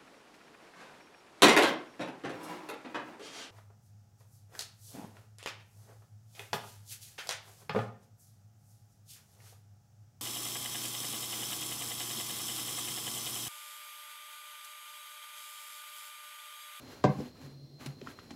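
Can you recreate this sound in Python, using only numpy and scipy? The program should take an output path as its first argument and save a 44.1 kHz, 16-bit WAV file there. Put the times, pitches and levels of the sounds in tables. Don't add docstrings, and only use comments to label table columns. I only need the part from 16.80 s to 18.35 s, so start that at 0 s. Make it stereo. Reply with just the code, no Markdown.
import sys
import numpy as np
from scipy import signal
from scipy.fft import rfft, irfft
from scipy.io import wavfile
from scipy.ndimage import uniform_filter1d

SR = 44100
rng = np.random.default_rng(int(sys.argv[2]) if len(sys.argv) > 2 else 0)


def transcribe(signal):
    frames = np.atleast_2d(signal).T
    limited = np.clip(frames, -1, 1)
    pcm = np.round(limited * 32767).astype(np.int16)
    wavfile.write(sys.argv[1], SR, pcm)


def voltage_ratio(level):
    return 10 ** (np.asarray(level, float) / 20)


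N = 68355

# t/s, level/dB
STIR_EFFORT = [(0, -59.5), (.12, -55), (.23, -61), (.4, -56), (.47, -57), (.53, -72), (.62, -58.5),
               (.71, -63.5), (.75, -73.5), (.96, -96.5), (1.005, -56), (1.09, -56), (1.17, -69.5),
               (1.26, -57), (1.31, -57), (1.36, -65), (1.49, -64), (1.55, -61.5)]


def curve(table):
    return np.interp(np.arange(N) / SR, *np.array(table).T)


def read(table, hz):
    table = np.array(table, float)
    return np.interp(np.log(np.maximum(hz, 1)), np.log(table[:, 0]), table[:, 1])


def colour(x, db=0, lead=0):
    return irfft(rfft(x) * voltage_ratio(db) * np.exp(1j * lead), N)


def unit(x):
    return x / np.sqrt(np.mean(x ** 2))


def walk(rate):
    hold = int(SR / rate)
    steps = np.repeat(rng.standard_normal(N // hold + 1), hold)
    return 0.79 * uniform_filter1d(uniform_filter1d(steps, hold), hold)[:N]


def ring(x, modes):
    total = 0
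    for k, (hz, db, t60) in enumerate(modes):
        pole = np.exp((2j * np.pi * hz - np.log(1000) / max(t60, .003)) / SR)
        total = total + (-1) ** k * voltage_ratio(db) * signal.lfilter([1], [1, -pole], x).imag
    return total


def push(s, ms):
    progress = np.clip((np.arange(N) / SR - s) * 1000 / max(ms, .1), 0, 1)
    force = np.sin(np.pi * progress) ** 2
    return force / force.sum()


def burst(s, t60, hz):
    late = np.arange(N) / SR - s
    lowpass = signal.butter(6, min(hz, 19000), fs=SR, output="sos")
    hiss = signal.sosfilt(lowpass, rng.standard_normal(N))
    hiss = signal.lfilter(*signal.butter(1, [1500, 4000], "band", fs=SR), hiss) + 0.11 * hiss
    return hiss * (late > 0) * voltage_ratio(-60 * np.abs(late) / t60)


def glass():
    # t/s, peak level/dB, contact/ms
    contacts = [(.2398, -14, 0.37), (.2435, -16.5, 0.35), (.2462, -22, 0.74), (.2500, -30, 0.66),
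                (.266, -36.5, 1.4), (.292, -25.5, 1.73), (.339, -71, 2.5), (.382, -36, 1.57),
                (.397, -32.5, 1.52), (.428, -42, 3), (.455, -45, 1.34)]
    # f/Hz, level/dB, t60/s
    counter_modes = [(134.6, -2, 0.15), (200, -0.5, 0.19), (255, 6.5, 0.067), (301, 1.5, .13),
                     (341.5, -4.5, .15), (400, 0, 0.11), (505.7, 1, 0.26), (586.7, 3.5, 0.097),
                     (754.6, 5, 0.076), (823, 1.5, 0.08), (1030, 9.5, 0.041), (1122, 8.5, 0.045),
                     (1600, -1.5, 0.053), (2100, -2, .04)]
    # t/s, level/dB
    chatter_level = [
        (.239, -77.5),
        (.243, -26.5),
        (.31, -38.5),
        (.33, -49.5),
        (.37, -46),
        (.397, -53),
        (.43, -64),
        (.48, -59),
        (.52, -77),
    ]
    chatter_hz = 450
    crack_db, crack_t60_s, crack_hz = -23.5, 0.078, 7220

    force = sum(voltage_ratio(db) * (-1) ** k * push(s, ms) for k, (s, db, ms) in enumerate(contacts))
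    knock = 0.34 * ring(force, counter_modes)
    uneven = rng.standard_normal(N) * voltage_ratio(3.65 * rng.exponential(1, N))
    shake = signal.lfilter(*signal.butter(1, chatter_hz, fs=SR), uneven)
    chatter = unit(ring(shake, counter_modes)) * voltage_ratio(curve(chatter_level))
    landing_s = contacts[0][0]
    crack = np.array([burst(landing_s, crack_t60_s, crack_hz) for _ in range(2)])
    return knock + chatter, voltage_ratio(crack_db) * crack


def taps():
    # t/s, peak level/dB, wall pitch f/Hz, t60/s
    tick_events = [(0.406, -48, 5250, 0.028), (0.444, -66, 3180, 0.032), (0.46, -47, 3100, 0.016),
                   (0.556, -60.5, 1300, 0.045), (.572, -70, 5600, 0.032), (1.0609, -54.5, 807, 0.071),
                   (1.2152, -47, 3140, 0.017), (1.265, -49, 1140, 0.013), (1.2717, -37, 1367, 0.027),
                   (1.28, -45, 3200, 0.028), (1.266, -56, 5240, .02), (.405, -58, 3770, 0.022),
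                   (1.292, -57, 1600, 0.062), (1.303, -48.5, 1630, 0.022), (1.3885, -38, 1350, 0.0085),
                   (1.5065, -50, 820, 0.043), (1.506, -57, 1940, 0.026)]
    # ratio to its pitch, level/dB
    wall_partials = [(1, 6), (.76, -3), (1.35, -4)]
    # t/s, peak level/dB, pitch
    # f/Hz, t60/s
    thud_events = [(.092, -47, 238, 0.092), (0.636, -53, 245, 0.041), (0.674, -44.5, 253, 0.052),
                   (0.242, -26.5, 100, 0.19), (0.388, -45, 100, 0.35), (0.386, -26, 200, 0.069),
                   (.40, -28, 400, 0.048), (0.418, -37, 244, 0.17), (1.061, -35, 255, 0.048),
                   (1.283, -40, 251, 0.053), (1.2154, -37.5, 395.5, 0.068), (1.225, -37.5, 250, 0.058),
                   (1.272, -43.5, 284, 0.073), (1.392, -60, 295, 0.02), (1.51, -35, 251, 0.04),
                   (1.535, -45.5, 200, 0.079)]

    total = 0
    for s, db, hz, t60 in tick_events:
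        modes = [(hz * ratio, level, t60) for ratio, level in wall_partials]
        total = total + voltage_ratio(db) * ring(push(s, 0.16), modes)
    for s, db, hz, t60 in thud_events:
        total = total + voltage_ratio(db) * ring(push(s, .9), [(hz, 0, t60), (1.5 * hz, -9, t60)])
    return total


def slaps():
    # t/s, level/dB, top f/Hz, t60/s
    slap_events = [
        (.08, -62, 12340, 0.037),
        (1.0605, -28.5, 16700, 0.038),
        (1.069, -36, 15600, .03),
        (1.2145, -36.5, 6960, 0.021),
        (1.271, -41, 6900, 0.084),
        (1.288, -45, 13000, 0.081),
        (1.3895, -42, 7000, 0.094),
        (1.5065, -36, 8900, 0.07),
    ]
    return np.array([sum(voltage_ratio(db - 1) * burst(s, t60, hz) for s, db, hz, t60 in slap_events) for _ in range(2)])


def scrape():
    # f/Hz, level/dB
    scrape_spectrum = [(200, -11.5), (400, 3), (1250, -2), (2500, -6), (7300, -12.5), (8600, -22.5),
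                       (11000, -15.5), (16000, -23.5)]
    grains_per_s, grain_spread_db, grain_db = 3000, 4.5, -8

    loss = read(scrape_spectrum, np.fft.rfftfreq(N, 1 / SR))
    hits = rng.random(N) < grains_per_s / SR
    grains = hits * voltage_ratio(grain_spread_db * rng.exponential(1, N)) * rng.standard_normal(N)
    gain = voltage_ratio(curve(STIR_EFFORT) + 5.5 + 2.2 * walk(47))
    direct = colour(voltage_ratio(grain_db) * unit(grains) + 0.23 * rng.standard_normal(N), loss)
    spread = colour(1.18 * rng.standard_normal((2, N)), loss)
    return direct / np.std(spread) * gain * 0.4, unit(spread) * gain * 0.81


def shaken(hz, width):
    return unit(ring(rng.standard_normal(N), [(hz, 0, 1.9 / width)]))


def rub():
    # t/s, level/dB
    rub_level = [(0, -56), (.24, -84), (.30, -24), (.33, -51), (.38, -38), (.49, -62), (.61, -70),
                 (.65, -43.5), (.70, -54.5), (.85, -48), (.875, -65.5), (.95, -49), (1.05, -77),
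                 (1.075, -38.5), (1.105, -41), (1.125, -53.5), (1.3, -61), (1.55, -71)]
    # f/Hz, width/Hz, level over -65 dB at an effort of -67 dB/dB
    bowl_modes = [(255, 22, 3.5), (400, 400, 2), (100, 56, 4.5)]
    rub_hz, wander, rough_db = 140, .03, -12

    phase = 2 * np.pi * np.cumsum(rub_hz * (1 + wander * walk(21))) / SR
    stick_slip = 1.345 * np.sin(phase) + voltage_ratio(rough_db) * shaken(rub_hz, 35)
    total = stick_slip * voltage_ratio(curve(rub_level))
    for hz, width, db in bowl_modes:
        level = db + 0.29 * (curve(STIR_EFFORT) + 67) - 65
        total = total + voltage_ratio(level) * shaken(hz, width)
    return total


def room(x):
    t60_s, dull_hz, bass_hz = .26, 2500, 380
    t = np.arange(SR // 2) / SR
    noise = rng.standard_normal((2, len(t)))
    tail = signal.lfilter(*signal.butter(2, bass_hz, "high", fs=SR), noise) * (t > .004)
    low = signal.lfilter(*signal.butter(1, dull_hz, fs=SR), tail)
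    tail = low * voltage_ratio(-60 * t / t60_s) + (tail - low) * voltage_ratio(-60 * t / (0.3 * t60_s))
    return signal.fftconvolve(x[None], tail / np.sqrt(np.sum(tail[0] ** 2)), axes=1)[:, :N]


def kitchen():
    # f/Hz, level/dB
    tone_spectrum = [(25, -22), (60, -12), (141, -4), (300, 4), (1000, -22), (3000, -24.5), (4400, -14),
                     (16000, -53.5)]
    # f/Hz, rms level/dB
    whine_lines = [(4145, -65.5), (4194, -71), (4538, -83.5), (5577, -77.5)]
    tone_db = -60

    hz, t = np.fft.rfftfreq(N, 1 / SR), np.arange(N) / SR
    mid, side = colour(rng.standard_normal((2, N)), read(tone_spectrum, hz))
    side = colour(side, 20 * np.log10(np.clip(hz / 600, .1, 1)))
    tone = mid + side * np.array([[1], [-1]])
    whine = 0
    for f, db in whine_lines:
        level = voltage_ratio(db + 1.5 + 3.1 * walk(24.24))
        port_phase = np.array([[0], [1.2]])
        whine = whine + level * np.sin(2 * np.pi * f * t + 2.3 * walk(30) + port_phase)
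    return unit(tone) * voltage_ratio(tone_db) + whine


def lag(x, ms):
    hz = np.fft.rfftfreq(N, 1 / SR)
    return colour(x, 0, np.array([[.5], [-.5]]) * 2 * np.pi * hz * ms / 1000)


def scene():
    # f/Hz, level/dB
    port_balance = [(25, -1), (125, -2.4), (500, -1.5), (1200, 1), (2400, -2), (5000, -2.2), (9000, 2),
                    (15000, 1)]
    bowl_lag_ms, glass_lag_ms = 0.14, -.2
    room_db, fork_room_db = -8, -6

    knock, crack = glass()
    fork = taps()
    direct, spread = scrape()
    near = lag(fork + rub() + direct, bowl_lag_ms) + lag(knock, glass_lag_ms) + crack + slaps()
    echo = voltage_ratio(room_db) * room(knock + crack[0] + voltage_ratio(fork_room_db) * fork)
    far = echo + spread + kitchen()
    hz = np.fft.rfftfreq(N, 1 / SR)
    return colour(near + far, np.array([[.5], [-.5]]) * read(port_balance, hz))


def band_limit(x):
    return signal.sosfilt(signal.butter(12, 16430, fs=SR, output="sos"), x)


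def record(dry):
    hiss_db, top_hz, bass_hz = -75.5, 15900, 75
    hiss = signal.lfilter([1, -.8], [1], rng.standard_normal(dry.shape))
    mix = dry + voltage_ratio(hiss_db) * hiss
    mix = signal.sosfilt(signal.ellip(6, .3, 40, top_hz, fs=SR, output="sos"), mix)
    mix = signal.lfilter(*signal.butter(2, bass_hz, "high", fs=SR), mix)
    return band_limit(mix)


dry = scene()
out = record(dry)
transcribe(out)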